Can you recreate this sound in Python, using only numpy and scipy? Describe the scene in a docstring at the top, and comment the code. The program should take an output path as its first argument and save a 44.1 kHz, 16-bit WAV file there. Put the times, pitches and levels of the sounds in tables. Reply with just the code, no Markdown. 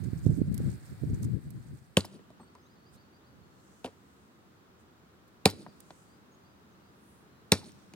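"""A mountain meadow by a forest edge: a hatchet chops a dry branch on a wooden block, with three hard blows
and a light one (the second). Fibres crack, the block thuds, chips fall, twigs rattle and the trees echo.
Gusts rumble in the microphone and stir dry grass, then a crossfade leads to calm with a few faint puffs;
small birds twitter far away over a soft rush of air. Wood is noise and short impulses ringing resonances,
wind, grass and air are coloured noise, and birds are sine waves with bending pitch."""
import sys
import numpy as np
from scipy import signal
from scipy.fft import rfft, irfft, next_fast_len
from scipy.io import wavfile
from scipy.ndimage import uniform_filter1d

SR = 44100
rng = np.random.default_rng(int(sys.argv[2]) if len(sys.argv) > 2 else 0)


def dump(signal):
    """Clip the signal to [-1, 1] and save it as 16-bit WAV at the path in sys.argv[1]."""
    limited = np.clip(np.atleast_2d(signal).T, -1, 1)
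    pcm = np.round(limited * 32767).astype(np.int16)
    wavfile.write(sys.argv[1], SR, pcm)


N = 350595
T = np.arange(N) / SR
CUTOFF_HZ = 16000  # top of the sound

# All levels in the tables are relative: the functions may trim them further.
# How long the fibres tear (Gaussian spread), and the time until the head stops on the block.
CRACK_SPREAD_S, REACH_BLOCK_S = 0.0016, 0.002948
SLAPBACK_S, SLAPBACK_DB = 0.0061, -28.5  # slapback from close by: a second, weaker crack
# Hatchet blows. Each row: start in seconds, crack level in dB, crack pitch in Hz, pitch emphasis in dB,
# treble tilt in dB per octave, thud level in dB, contact time in seconds, knock pitch in Hz,
# knock level in dB, splinter level in dB, splinter decay by 60 dB in seconds, singing level in dB.
CHOPS = [(1.971, -14, 3090, 16, -3, -12.5, 0.00089, 520, 2, -26.5, 0.061, -54),
         (3.8451, -44, 3340, 30.5, 2, -42.5, 0.0003, 490, 2, -46, 0.083, -69),
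         (5.457, -10.5, 4070, 7.5, -3, -12.5, 0.00062, 764.4, 9, -25, 0.085, -48),
         (7.5207, -10.5, 4130, 11.5, 0, -12, 0.0012, 833, 9, -26.5, 0.086, -48)]
# The spot where each blade stroke lands favours some resonances and sits on a still point of others.
# One list for each blow; each row: pitch in Hz, boost or cut in dB.
SPOTS = [
    [(1100, 3.5), (2875, 4), (7500, 4.5), (275, -12), (2400, -7), (5550, -7.5)],
    [(250, 11), (475, 3.5), (700, 12.5), (2750, 10.5), (560, -14), (1300, 0), (2030, -23)],
    [(299, 6), (530, 0.5), (4900, 2.5), (650, -8), (1202, -11), (1680, -3.5), (6040, -11)],
    [(507, 2.5), (650, 1), (2600, 3.5), (3550, 4), (5470, 7), (276, -13), (3070, -12.5), (5000, -7)],
]


def chops(tearing_db=-10, tearing_t60=0.08, block_db=2, fibres_db=4):
    """Each blow cracks and thuds, then splinters and drops bark, coloured by the spot the blade hits."""
    out, lead = np.zeros(N), .006  # seconds of room before the contact
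    t = np.arange(SR // 3) / SR - lead
    for row, spot in zip(CHOPS, SPOTS):
        s, crack_db, hz, emphasis_db, treble_db, thud_db, contact = row[:7]
        knock_hz, knock_db, splinter_db, splinter_t60, singing_db = row[7:]
        blow = from_db(crack_db) * crack(t, CRACK_SPREAD_S, hz, emphasis_db, treble_db)
        slapback = crack(t - SLAPBACK_S, CRACK_SPREAD_S, hz, 0, treble_db)
        blow += from_db(crack_db + SLAPBACK_DB) * slapback
        blow -= from_db(thud_db + block_db) * thud(t, contact, REACH_BLOCK_S, knock_hz, knock_db)
        blow += from_db(splinter_db + fibres_db) * splinters(t, splinter_t60)
        blow += from_db(singing_db) * ringing(t)
        finest_fibres = colour(grains(len(t), spread_db=-1.5) * fade(t, tearing_t60), STALK)
        blow += from_db(splinter_db + tearing_db) * finest_fibres
        add(out, s - lead, struck_at(blow, spot))
    return out


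# Short cross-grain rings of the branch. Each row: pitch in Hz, width in Hz, level in dB.
BRANCH = [(1553, 68, -6), (1837, 88, -14), (2410, 100, -3), (2622, 130, -9), (3614, 100, -11),
          (4250, 620, -23.5), (5150, 230, -26), (6800, 210, -6.5), (8460, 1000, -5.5), (9730, 250, -4)]
# Colour of the crack. Each row: frequency in Hz, level in dB per Hz.
CRACK = [(150, -22), (500, -4), (850, 0), (1300, -9), (2300, -1), (3400, -4), (5400, -2), (7000, -6),
         (10000, -5), (13000, -4), (16000, -12)]


def crack(t, spread, hz, emphasis_db, treble_db, ring_db=11, width_hz=420):
    """The edge tears through the fibres in a few milliseconds and sets the branch ringing."""
    bite = np.exp(-.5 * (t / spread) ** 2)
    snaps = tear(bite)
    rings = sum(from_db(db) * resonate(snaps, f, w) for f, w, db in BRANCH)
    wood = snaps + from_db(ring_db) * rings
    # the piece under the blade has a pitch of its own
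    wood = wood + from_db(emphasis_db) * resonate(wood, hz, width_hz)
    wood = colour(wood, [(f, db + treble_db * np.log2(max(f, 3000) / 3000)) for f, db in CRACK])
    return wood * np.sqrt(np.sum(bite ** 2) / np.sum(wood ** 2))


def tear(bite, count=4):
    """A short volley of fibre snaps that excites all pitches about evenly."""
    snaps = rng.standard_normal(len(bite)) * bite
    for _ in range(count):  # flatten the spectrum, then shorten the sound again
        spectrum = rfft(snaps)
        snaps = irfft(spectrum / (np.abs(spectrum) + 1e-12), len(bite)) * np.sqrt(bite)
    return snaps


# Block and branch bending together. Each row: pitch in Hz, level in dB, decay by 60 dB in seconds.
BLOCK = [(97.8, -20.5, 0.18), (128, -16.5, .07), (194, -2.5, 0.054), (260, -9.5, 0.056), (353, 1, 0.023),
         (425, -1.5, .04), (520, 2.5, 0.022), (574, -13, 0.056), (635, -8, 0.046), (920.6, -6, 0.075),
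         (1033, -9.5, 0.052)]


def thud(t, contact, stop_s, knock_hz, knock_db, knock_t60=0.028, first_share=0.21, radiate_hz=70):
    """The branch is pressed down, then the head stops on the block; a longer contact is duller."""
    press = first_share * np.exp(-np.abs(t) / contact * 2)
    push = np.exp(-np.abs(t - stop_s) / contact * 2) - press
    age = t - t[0]
    # the free end of the branch adds a knock that depends on its length
    modes = list(BLOCK) + [(knock_hz, knock_db, knock_t60)]
    body = sum(from_db(db) * np.cos(2 * np.pi * hz * age) * fade(age, t60) for hz, db, t60 in modes)
    # a small block radiates little bass
    body = signal.sosfilt(signal.butter(5, radiate_hz, "high", fs=SR, output="sos"), body)
    return signal.fftconvolve(push / (contact * SR), body)[:len(t)]


# Colour of splintering. Each row: frequency in Hz, level in dB per Hz.
SPLINTER = [(100, -15), (300, 13), (800, 4), (1500, 0.5), (2800, -2), (4600, 1), (7000, -7.5), (10000, -1),
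            (12000, -16), (16000, -23.5)]


def splinters(t, t60, litter_t60=0.33, litter_db=-24, crumbs_db=-24):
    """A dense crackle of parting fibres, then lighter litter and crumbs of bark."""
    litter = from_db(litter_db) * fade(t, litter_t60) * lumpy(len(t), spread_db=1.5, lump_s=0.0033)
    crackle = grains(len(t), spread_db=5) * (fade(t, t60) + litter)
    return colour(crackle + from_db(crumbs_db) * crumbs(t), SPLINTER)


def crumbs(t, t60=0.33, size_db=0.0, per_s=900):
    """Bits of bark patter down at random after a blow, ever more lightly."""
    landed = rng.random(len(t)) < per_s / SR
    spread = size_db * np.clip(rng.standard_normal(len(t)), -2, 2)
    sizes = rng.choice([-1, 1], len(t)) * from_db(spread)
    return rms_one(landed * sizes) * fade(t, t60)


# Faint lasting rings of the branch. Each row: pitch in Hz, level in dB, decay by 60 dB in seconds.
SINGING = [(1316, 1, 0.11), (1430, 3, .16), (1803.4, 0.5, .16), (2330, 0, .2), (3612, -2.5, 0.2),
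           (4020, 2.5, .26), (4560, -0.5, .26), (5640, -3.5, 0.15), (7200, -4, .2), (8461, -5, .22)]


def ringing(t):
    """The dry branch sings on faintly after the crack, each mode with a chance strength of its own."""
    return sum(from_db(db + rng.normal(0, 3)) * np.sin(2 * np.pi * hz * t) * fade(t, t60)
               for hz, db, t60 in SINGING)


def struck_at(x, spot, lift_width=0.11, node_width=0.13):
    """Resonances that the spot favours ring out; those with a still point there drop away."""
    for hz, db in spot:
        width = hz * (lift_width if db > 0 else node_width)
        x = x + (from_db(db) - 1) * resonate(x, hz, width)
    return x


# Pieces of wood knocking; the row at 5.4662 s is the branch breaking a second time. Each row: start in seconds,
# # peak of the wood in dB, pitch in Hz, rattle decay by 60 dB in seconds, snap in dB against the knock, dull
# above # this Hz, mode width as a share of its pitch, turf thump in dB against the knock.
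KNOCKS = [(2.046, -38.5, 900, 0.027, 1, 1200, 0.43, -6), (2.049, -37.5, 545, 0.015, -1, 1200, 0.28, -12.5),
          (2.192, -51, 421, 0.06, -12, 3000, 0.17, 0), (2.304, -48, 636, 0.018, -0.5, 896, 0.21, -4),
          (2.398, -48.5, 874, 0.035, -22, 1100, 0.04, -1.5),
          (2.402, -49.5, 1120, 0.045, -26, 1300, 0.054, 6), (2.432, -52, 925, 0.033, -26, 1200, .12, -4),
          (2.552, -48.5, 1020, 0.062, 4.5, 2000, .16, -5),
          (3.845, -34.5, 934, 0.025, -17, 1190, 0.19, -13.5), (3.861, -37, 470, 0.096, -13, 1520, 0.12, -6),
          (5.4662, -23, 950, 0.033, -3, 2000, 0.34, -21), (5.664, -40, 930, 0.024, -31, 1300, 0.21, -4),
          (5.665, -41, 716, 0.015, -30, 1000, .15, -14), (5.684, -52, 650, 0.043, -30, 980, 0.18, -10),
          (5.906, -34, 650, 0.034, -27, 6150, 0.26, -15.5), (7.613, -53, 953, 0.099, -20.5, 1200, 0.11, 2),
          (7.631, -49, 820, 0.044, -25, 978, .12, -21), (7.937, -45.5, 360, 0.011, 7.5, 3030, 0.37, 4.5)]
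# Splinters giving way. Each row: start in seconds, ring peak in dB, pitch in Hz, decay by 60 dB in seconds,
# fibre tick in dB against the ring.
SNAPS = [(2.006, -27, 4300, 0.022, -23), (2.051, -39, 5200, 0.035, 2), (2.056, -52, 4450, 0.017, 8),
         (3.86, -38, 2800, 0.019, -17), (5.501, -33.5, 5170, 0.0093, 1.5), (5.509, -38, 5500, 0.02, -1),
         (7.643, -45, 4036, 0.0084, -11), (7.693, -50, 2400, 0.024, -9), (7.719, -48, 6300, 0.013, -6),
         (7.937, -43, 2750, 0.025, -10)]
# The branch drops back on the block. Each row: start in seconds, level in dB.
REBOUNDS = [(3.854, -43), (5.536, -38.5), (7.589, -42)]


def knocks(snap_width_hz=900, rebound_contact_s=0.0012, rebound_hz=253, rebound_db=0):
    """Pieces of wood land and the branch breaks once more; splinters give way with a small high snap; the
    branch rebounds."""
    out, t = np.zeros(N), np.arange(SR // 8) / SR
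    for s, db, *piece in KNOCKS:
        add(out, s, from_db(db) * chip(*piece))
    for s, db, hz, t60, tick_db in SNAPS:
        split = grains(len(t), spread_db=2) * fade(t, t60)
        ring = peak_one(resonate(split, hz, snap_width_hz))
        tick = peak_one(colour(split, STALK))
        add(out, s, from_db(db) * (ring + from_db(tick_db) * tick))
    for s, db in REBOUNDS:
        drop = thud(t, rebound_contact_s, REACH_BLOCK_S, rebound_hz, rebound_db, first_share=0)
        add(out, s - REACH_BLOCK_S, from_db(db) * drop)
    return out


# Modes of a loose piece. Each row: multiple of its pitch, level in dB.
PIECE = [(.68, -3.5), (0.999, 7), (1.38, -17), (1.701, -16), (2.06, -11.5), (3.9, -13), (4.499, -21)]


def chip(hz, t60, snap_db, dull_hz, damping, thump_db, snap_t60=0.007, thump_t60=0.059):
    """One contact and a short rattle ring a loose piece, with a bright snap and a thump in the turf."""
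    t = np.arange(SR // 8) / SR
    touch = (t == 0) + .15 * grains(len(t), spread_db=2) * fade(t, t60)
    wood = sum(from_db(db) * resonate(touch, ratio * hz, damping * hz * ratio) for ratio, db in PIECE)
    wood = signal.sosfilt(signal.butter(2, min(dull_hz, CUTOFF_HZ), fs=SR, output="sos"), wood)
    snap = colour(grains(len(t), spread_db=1.0) * fade(t, snap_t60), SPLINTER)
    thump = colour(grains(len(t), spread_db=1.5) * fade(t, thump_t60), TURF)
    return peak_one(wood) + from_db(snap_db) * peak_one(snap) + from_db(thump_db) * peak_one(thump)


# The far end of the branch whips into the brush pile. Each row: middle in seconds, spread in seconds,
# twig rattle in dB, ground thump in dB.
SHAKES = [(2.145, 0.021, -62.5, -51.5), (5.609, 0.026, -61.5, -49), (7.575, .018, -51, -63),
          (7.671, 0.025, -57.5, -55.5)]
# Colours of the twigs and of the turf under them. Each row: frequency in Hz, level in dB per Hz.
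TWIGS = [(500, -9), (1500, -10), (2800, -2), (4500, 4), (7000, -5), (9500, 4), (11500, -16.5), (16000, -14)]
TURF = [(60, -18.5), (130, 3), (250, 3.5), (500, -4.5), (900, -22.5), (2500, -49.5)]


def shakes(ticks_per_s=5000, width_hz=350):
    """After a hard blow the branch whips back: its twigs rattle and its end thumps on the turf."""
    twigs = rms_one(colour(ticking(ticks_per_s, width_hz), TWIGS))
    turf = colour(grains(N, spread_db=3.5), TURF)
    rattle = twigs * swells(row[:3] for row in SHAKES)
    return rattle + turf * swells((s, spread, db) for s, spread, _, db in SHAKES)


# Colour of the echo. Each row: frequency in Hz, level in dB per Hz.
ECHO = [(50, -18), (110, 1), (220, 5.5), (450, -3), (900, -19), (2500, -9.5), (4100, -10), (5200, -5),
        (9000, -8), (12000, -17.5), (16000, -16.5)]


def forest(x, near_db=-27, near_t60=0.54, edge_db=-35, edge_s=0.19, edge_spread=0.18,
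           far_db=-35, far_t60=0.98, trim_db=-9.0):
    """Scatter from ground and tent, a smeared echo off the tree line and a faint tail from the woods."""
    t = np.arange(SR) / SR
    near = fade(t - .012, near_t60)
    edge = np.exp(-.5 * ((t - edge_s) / edge_spread) ** 2)
    far = fade(t - .1, far_t60)
    shapes = [(near_db, near), (edge_db, edge), (far_db, far)]
    envelope = np.sqrt(sum((from_db(db) * rms_one(shape)) ** 2 for db, shape in shapes) / SR)
    trunks = lumpy(SR, spread_db=2.5, lump_s=0.003)  # makes the echo uneven
    response = colour(rng.standard_normal((2, SR)) * envelope * trunks, ECHO)
    return from_db(trim_db) * signal.fftconvolve(x[None], response, axes=1)[:, :N]


# How far the left port leads for the chopping. Each row: frequency in Hz, phase in radians.
PORT_PHASE = [(60, 0), (550, .25), (1400, .95), (2900, 1.55), (5000, 1.45), (7000, 1.2), (9500, 2.3),
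              (16000, 2.3)]
# Balance of the ports for the chopping. Each row: frequency in Hz, left against right in dB.
PORT_BALANCE = [(200, 1.3), (600, 0), (1500, 1.5), (2500, .5), (4200, -2), (6000, 0), (8000, -4),
                (10500, 3), (15000, 1.5)]


def ports(x):
    """Chopping reaches the microphone's left port slightly before the right; each colours it a little."""
    lead = np.exp(.5j * at_bins(PORT_PHASE, N) * [[1], [-1]])
    return irfft(rfft(x) * panned(at_bins(PORT_BALANCE, N)) * lead, N)


# Steady part of the wind on the ports. Each row: time in seconds, level in dB.
WIND = [(0, -40), (.6, -35.5), (.9, -44.5), (1.45, -39), (1.68, -57), (1.85, -53.5)]
# Colour of the rumble. Each row: frequency in Hz, level in dB per Hz.
BUFFET = [(15, -70.5), (25, -47.5), (50, -6), (78, 2.5), (128, 8), (213, -2.5), (350, -12.5), (458, -23.5),
          (620, -35), (900, -55), (1170, -57.5), (1980, -120)]
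# Separate gusts. Each row: middle in seconds, level in dB, left against right in dB, spread in seconds.
GUSTS = [(0.054, -33, -31, 0.04), (0.296, -23, -8, 0.031), (0.41, -34, -5.5, 0.024),
         (0.517, -30.5, 22, 0.034), (0.668, -29, 6, 0.03), (1.041, -27.5, -31, 0.013),
         (1.116, -30, 5, 0.041), (1.265, -30.5, 6, 0.031), (1.342, -28, 22, 0.025), (1.57, -41, 4.5, 0.034),
         (1.725, -42.5, 2, 0.03), (2.948, -60, -12, 0.038), (3.379, -59, -7, 0.062), (3.58, -71, 2, 0.084)]
# Single eddies hitting a port. Each row: middle in seconds, peak level in dB, left against right in dB,
# length in seconds.
EDDIES = [(0.133, -15.5, -28, 0.0036), (.266, -5.5, -26, 0.003), (0.418, -8, -30, 0.0028),
          (.516, -14, 20, 0.0037), (0.604, -23, 30, 0.0021), (1.037, -16, -30, 0.0027),
          (0.086, -25, -25, 0.0034), (1.101, -20, -15, 0.0035), (1.133, -17.5, 1, 0.0043),
          (1.331, -22, 9, 0.0045)]


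def wind(buffet_db=1.0, eddy_db=-2, flutter_db=6.5, flutter_s=0.032):
    """Turbulence rumbles and flutters in each port separately; gusts swell it and strong eddies bump it."""
    rumble = colour(rng.standard_normal((2, N)), BUFFET)
    rumble /= uniform_filter1d(rumble ** 2, SR // 20, axis=-1) ** .5  # even out its level
    flutter = np.array([lumpy(N, spread_db=flutter_db, lump_s=flutter_s) for port in rumble])
    power = (from_db(in_time(WIND)[0]) * flutter * windy()) ** 2
    for s, db, side_db, spread in GUSTS:
        power += (from_db(db) * panned(side_db)[:, None]) ** 2 * np.exp(-((T - s) / spread) ** 2)
    out = from_db(buffet_db) * np.sqrt(power) * rumble
    for s, db, side_db, length in EDDIES:
        u = 2 * (T - s) / length
        bump = (1 - u * u) / (1 + u * u / 2) ** 3  # a push with a small pull on either side
        out += from_db(db + eddy_db) * panned(side_db)[:, None] * bump
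    return out


CALM_FROM_S, CALM_BY_S = 1.65, 2.14  # a windy stretch crossfades into a calm one


def windy():
    """1 in the windy stretch, fading to 0 across the crossfade."""
    return np.interp(T, [CALM_FROM_S, CALM_BY_S], [1, 0])


# Wind in the grass. Each row: time in seconds, level in dB.
GRASS_DB = [(0, -62), (.5, -64.5), (.66, -59), (.82, -64), (1.2, -63.5), (1.4, -68.5), (1.85, -66.5)]
# Colours of the hiss and of the dry blades. Each row: frequency in Hz, level in dB per Hz.
GRASS = [(400, 3), (700, 3), (1100, -2.5), (1600, 2.5), (2200, -2), (3000, -12), (4600, -5.5), (6000, -20),
         (8700, -7), (11000, -18.5), (13000, -14.5), (16000, -15.5)]
BLADES = [(1200, -4.5), (3000, -10), (4500, -4), (6500, -1.5), (8800, 2.5), (10500, -13), (13000, -5),
          (16000, -20)]
# Short rustles of dry blades. Each row: middle in seconds, spread in seconds, level in dB.
RUSTLES = [(.043, 0.0041, -56.5), (.188, 0.0097, -67), (.262, 0.0019, -62), (.31, 0.009, -69),
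           (.35, 0.011, -64), (.715, 0.025, -65), (.86, 0.0053, -68), (1.10, 0.01, -76),
           (1.146, 0.004, -61), (1.231, 0.004, -49), (1.246, 0.0047, -53.5), (1.785, 0.014, -77),
           (2.945, 0.016, -67)]


def grass(hiss_db=3, crackle_db=-5, ticks_per_s=3000, crackle_pan_db=-6, blade_width_hz=500, rustle_db=2):
    """Wind makes the grass hiss unevenly, and its dry blades tick in flurries to the right."""
    hiss = colour(rng.standard_normal((2, N)), GRASS) * lumpy(N, spread_db=1.2, lump_s=.03)
    blades = [rms_one(colour(ticking(ticks_per_s, blade_width_hz), BLADES)) for port in hiss]
    blades = np.array(blades) * panned(crackle_pan_db)[:, None]
    flurries = lumpy(N, spread_db=4, lump_s=.025)
    stirred = from_db(hiss_db) * hiss + from_db(crackle_db) * blades * flurries
    steady = from_db(in_time(GRASS_DB)[0]) * windy() * stirred
    return steady + from_db(rustle_db) * swells(RUSTLES) * blades


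# The loudest dry stalks. Each row: start in seconds, level in dB, decay by 60 dB in seconds.
STALKS = [(0.371, -42, 0.033), (.543, -35.5, 0.02), (.579, -35, 0.015), (1.224, -50, 0.025),
          (1.505, -45.5, 0.015), (5.279, -58, 0.03), (5.804, -43.5, 0.016)]
# Colour of a stalk, also lent to the finest wood fibres. Each row: frequency in Hz, level in dB per Hz.
STALK = [(500, -25), (2500, -16), (5000, -6), (9000, 0), (13000, 0), (16000, -6), (18000, -25)]


def stalks(pan_db=-7, gain_db=6):
    """Dry stalks tick close by, to the right: short bursts of bright, uneven noise."""
    out, t = np.zeros((2, N)), np.arange(SR // 8) / SR
    for s, db, t60 in STALKS:
        burst = np.array([grains(len(t), spread_db=11.5) for side in out])
        tick = colour(burst * fade(t, t60), STALK)
        add(out, s, from_db(db + gain_db) * peak_one(tick))
    return out * panned(pan_db)[:, None]


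# Bird calls. Each row: start in seconds, level in dB, pitch in Hz, length in seconds.
SLURS = [(2.645, -71, 5000, 0.15), (2.93, -69, 4760, 0.14), (3.205, -73, 4820, 0.135)]  # chirps that sweep up and fall back; the pitch is the top
RISES = [(2.395, -72, 4530, 0.05), (2.57, -76, 5220, 0.058), (2.845, -69, 4990, 0.061),
         (3.125, -66, 4870, 0.056), (3.43, -83.5, 4930, 0.045), (6.075, -71, 4930, 0.1),
         (6.43, -74, 4930, 0.11), (6.81, -75.5, 4900, 0.11)]  # rising whistles; the pitch is the top
DIPS = [(2.395, -66, 8300, 0.058), (2.615, -70.5, 6110, 0.058), (6.311, -69, 6440, 0.0483),
        (6.70, -81, 6250, 0.049)]  # high dipping chips; the pitch is the lowest
LEVELS = [(2.44, -74, 4500, 0.08), (2.76, -73, 4420, 0.13), (3.41, -76.5, 4320, 0.072),
          (3.51, -78, 4300, .06), (3.565, -76, 4100, 0.055), (7.31, -74, 4070, .13)]  # level notes
ARCHES = [(5.638, -68, 4750, 0.108)]  # arched notes; the pitch is the top
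# Shape of each kind: pitch at even steps through the call, as a share of the call's pitch.
SLUR = (.68, .77, .85, .96, 1, .95, .91, .91)
RISE = (.91, .95, .98, 1)
DIP = (1.09, 1.02, 1, 1.01, 1.07)
LEVEL = (1.01, 1, 1, .99)
ARCH = (.85, .9, 1, .99, .95, .88)


def birds(slur_peak=0.12, swell_power=0.38, waver=.013, flicker_db=4.5):
    """Five kinds of thin whistle, each with its own bend; distance blurs them and breaks them up."""
    out = np.zeros(N)
    # the last entry is where in the call it is loudest, as a share of its length
    kinds = [(SLURS, SLUR, slur_peak), (RISES, RISE, .5), (DIPS, DIP, .5), (LEVELS, LEVEL, .5),
             (ARCHES, ARCH, .5)]
    for calls, shape, peak in kinds:
        for s, db, pitch_hz, length in calls:
            u = np.linspace(0, 1, int(length * SR))
            bend = np.interp(u, np.linspace(0, 1, len(shape)), shape)
            drift = rms_one(uniform_filter1d(rng.standard_normal(SR), size=90))[:len(u)]
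            hz = pitch_hz * bend * (1 + waver * drift)
            swell = np.interp(u, [0, peak, 1], [0, 1, 0]) ** swell_power
            flicker = lumpy(SR, spread_db=flicker_db, lump_s=0.0056)[:len(u)]
            add(out, s, from_db(db) * swell * flicker * np.sin(2 * np.pi * np.cumsum(hz) / SR))
    return out


# Cloth swishes. Each row: middle in seconds, spread in seconds, level in dB, centre in Hz.
SWISHES = [(3.74, 0.15, -71.5, 6800), (4.15, 0.16, -77.5, 7340), (4.806, 0.013, -73.5, 7500),
           (5.96, 0.12, -69, 7320), (7.11, 0.093, -72, 9400), (7.82, 0.058, -75.5, 5480)]


def sleeves(width_hz=4800):
    """Cloth brushes on cloth as the arm moves: swells of noise passed twice through a broad resonance."""
    out = np.zeros((2, N))
    for s, spread, db, hz in SWISHES:
        rub = resonate(resonate(rng.standard_normal((2, N)), hz, width_hz), hz, width_hz)
        out += from_db(db) * rms_one(rub) * np.exp(-.5 * ((T - s) / spread) ** 2)
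    return out


# Colour of the far air. Each row: frequency in Hz, level in dB per Hz.
AIR = [(18, -37), (30, -16.5), (75, -1.5), (157, -1), (204, 1.5), (252, -2), (355, -3.5), (632, -13.5),
       (1320, -13.5), (2230, -23.5), (3870, -26), (5310, -30.5), (8300, -34.5), (11100, -38), (16000, -33)]
# Its loudness. Each row: time in seconds, level in dB.
AIR_DB = [(1.9, -65.5), (2.1, -60.5), (5.2, -60.5), (5.7, -60), (7.95, -59.5)]
# How alike left and right are. Each row: frequency in Hz, likeness (1 same, 0 unrelated, below 0 opposed).
LIKENESS = [(60, 0.56), (130, 0.52), (290, 0.87), (640, 0.092), (1410, -0.17), (3100, -0.12), (6820, -0.35),
            (15000, 0.1)]


def air(level_db=-0.5):
    """Far rush of air in the trees: coloured noise, alike in both ears mainly in the bass."""
    alike = np.clip(at_bins(LIKENESS, N), -.95, .95)
    mid, side = rfft(rng.standard_normal((2, N)))
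    pair = irfft(mid + np.sqrt((1 - alike) / (1 + alike)) * side * [[1], [-1]], N)
    return from_db(in_time(AIR_DB)[0] + level_db) * colour(pair, AIR)


def from_db(db):
    """Decibels to gain."""
    return 10 ** (np.asarray(db) / 20)


def rms_one(x):
    """Scale to rms 1."""
    return x / np.sqrt(np.mean(x ** 2) + 1e-20)


def peak_one(x):
    """Scale to peak 1."""
    return x / np.abs(x).max()


def in_time(rows):
    """Columns of a curve, at every sample."""
    s, *columns = np.transpose(rows)
    return [np.interp(T, s, c) for c in columns]


def at_bins(points, size):
    """A table over frequency, read at the bins of an FFT."""
    hz, value = np.transpose(points)
    return np.interp(np.log(np.arange(size // 2 + 1) * SR / size + 1), np.log(hz + 1), value)


def colour(x, spectrum):
    """Causal (minimum-phase) filter with the given spectrum; white noise keeps its power."""
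    length = x.shape[-1]
    size = 2 * next_fast_len(length)
    gain = rms_one(from_db(at_bins(spectrum, size)))
    cepstrum = irfft(np.log(gain))
    cepstrum[1:size // 2] *= 2  # folding the cepstrum makes the filter causal
    cepstrum[size // 2 + 1:] = 0
    return irfft(rfft(x, size) * np.exp(rfft(cepstrum)))[..., :length]


def resonate(x, hz, width_hz):
    """A resonance with gain 1 on top."""
    r = np.exp(-np.pi * width_hz / SR)
    feed = np.array([1, 0, -1]) * (1 - r * r) / 2
    return signal.lfilter(feed, [1, -2 * r * np.cos(2 * np.pi * hz / SR), r * r], x + 1e-18)


def fade(t, t60):
    """Decay by 60 dB in t60 seconds, silent before t = 0."""
    return (t >= 0) * np.exp(-np.log(1000) * np.abs(t) / t60)


def grains(count, spread_db):
    """A dense run of tiny snaps of uneven size; rms 1."""
    sizes_db = spread_db * np.repeat(np.clip(rng.standard_normal(count), -2, 2), 16)[:count]
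    return rms_one(rng.standard_normal(count) * from_db(sizes_db))


def ticking(per_s, width_hz, count=24):
    """Many dry stems tick at random, each ringing briefly at a pitch of its own; rms 1."""
    ticks = (rng.random(N) < per_s / SR) * rng.standard_normal(N)
    dealt = rng.integers(0, count, N)  # which stem ticks
    pitches = np.linspace(1200, 15500, count) * rng.uniform(.97, 1.03, count)
    return rms_one(sum(resonate(ticks * (dealt == k), hz, width_hz) for k, hz in enumerate(pitches)))


def lumpy(count, spread_db, lump_s):
    """A gain that wanders by chance, with lumps of the given length; rms 1."""
    slow = np.interp(np.arange(count), np.arange(count) * lump_s * SR, rng.standard_normal(count))
    return rms_one(from_db(spread_db * slow))


def swells(rows):
    """Level of a set of smooth swells; each row: middle in seconds, spread in seconds, level in dB."""
    return sum(from_db(db) * np.exp(-.5 * ((T - s) / spread) ** 2) for s, spread, db in rows)


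def add(out, s, sound):
    """Mix a sound in from time s."""
    start = max(round(s * SR), 0)
    out[..., start:start + sound.shape[-1]] += sound[..., :N - start]


def panned(pan_db):
    """Left and right gains of constant power; negative leans right."""
    gains = np.array([from_db(pan_db / 2), from_db(-pan_db / 2)])
    return gains / np.sqrt(np.mean(gains ** 2, axis=0))


def scene(bird_direct_db=-2, bird_echo_db=23):
    """Chopping and its echo in the open meadow; the birds sit far off among the trees."""
    wood, song = chops() + knocks() + shakes(), birds()
    echoes = forest(wood + from_db(bird_echo_db) * song)
    near = ports(wood) + from_db(bird_direct_db) * song + echoes
    return near + wind() + grass() + stalks() + air() + sleeves()


def record(dry, low_cut_hz=57, top=.9):
    """The deep bass is cut, the highest peaks are rounded and the top is cut."""
    thinned = signal.sosfilt(signal.butter(3, low_cut_hz, "high", fs=SR, output="sos"), dry)
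    rounded = top * np.tanh(thinned / top)
    return signal.sosfilt(signal.ellip(10, .1, 80, CUTOFF_HZ, fs=SR, output="sos"), rounded)


dry = scene()
out = record(dry)
dump(out)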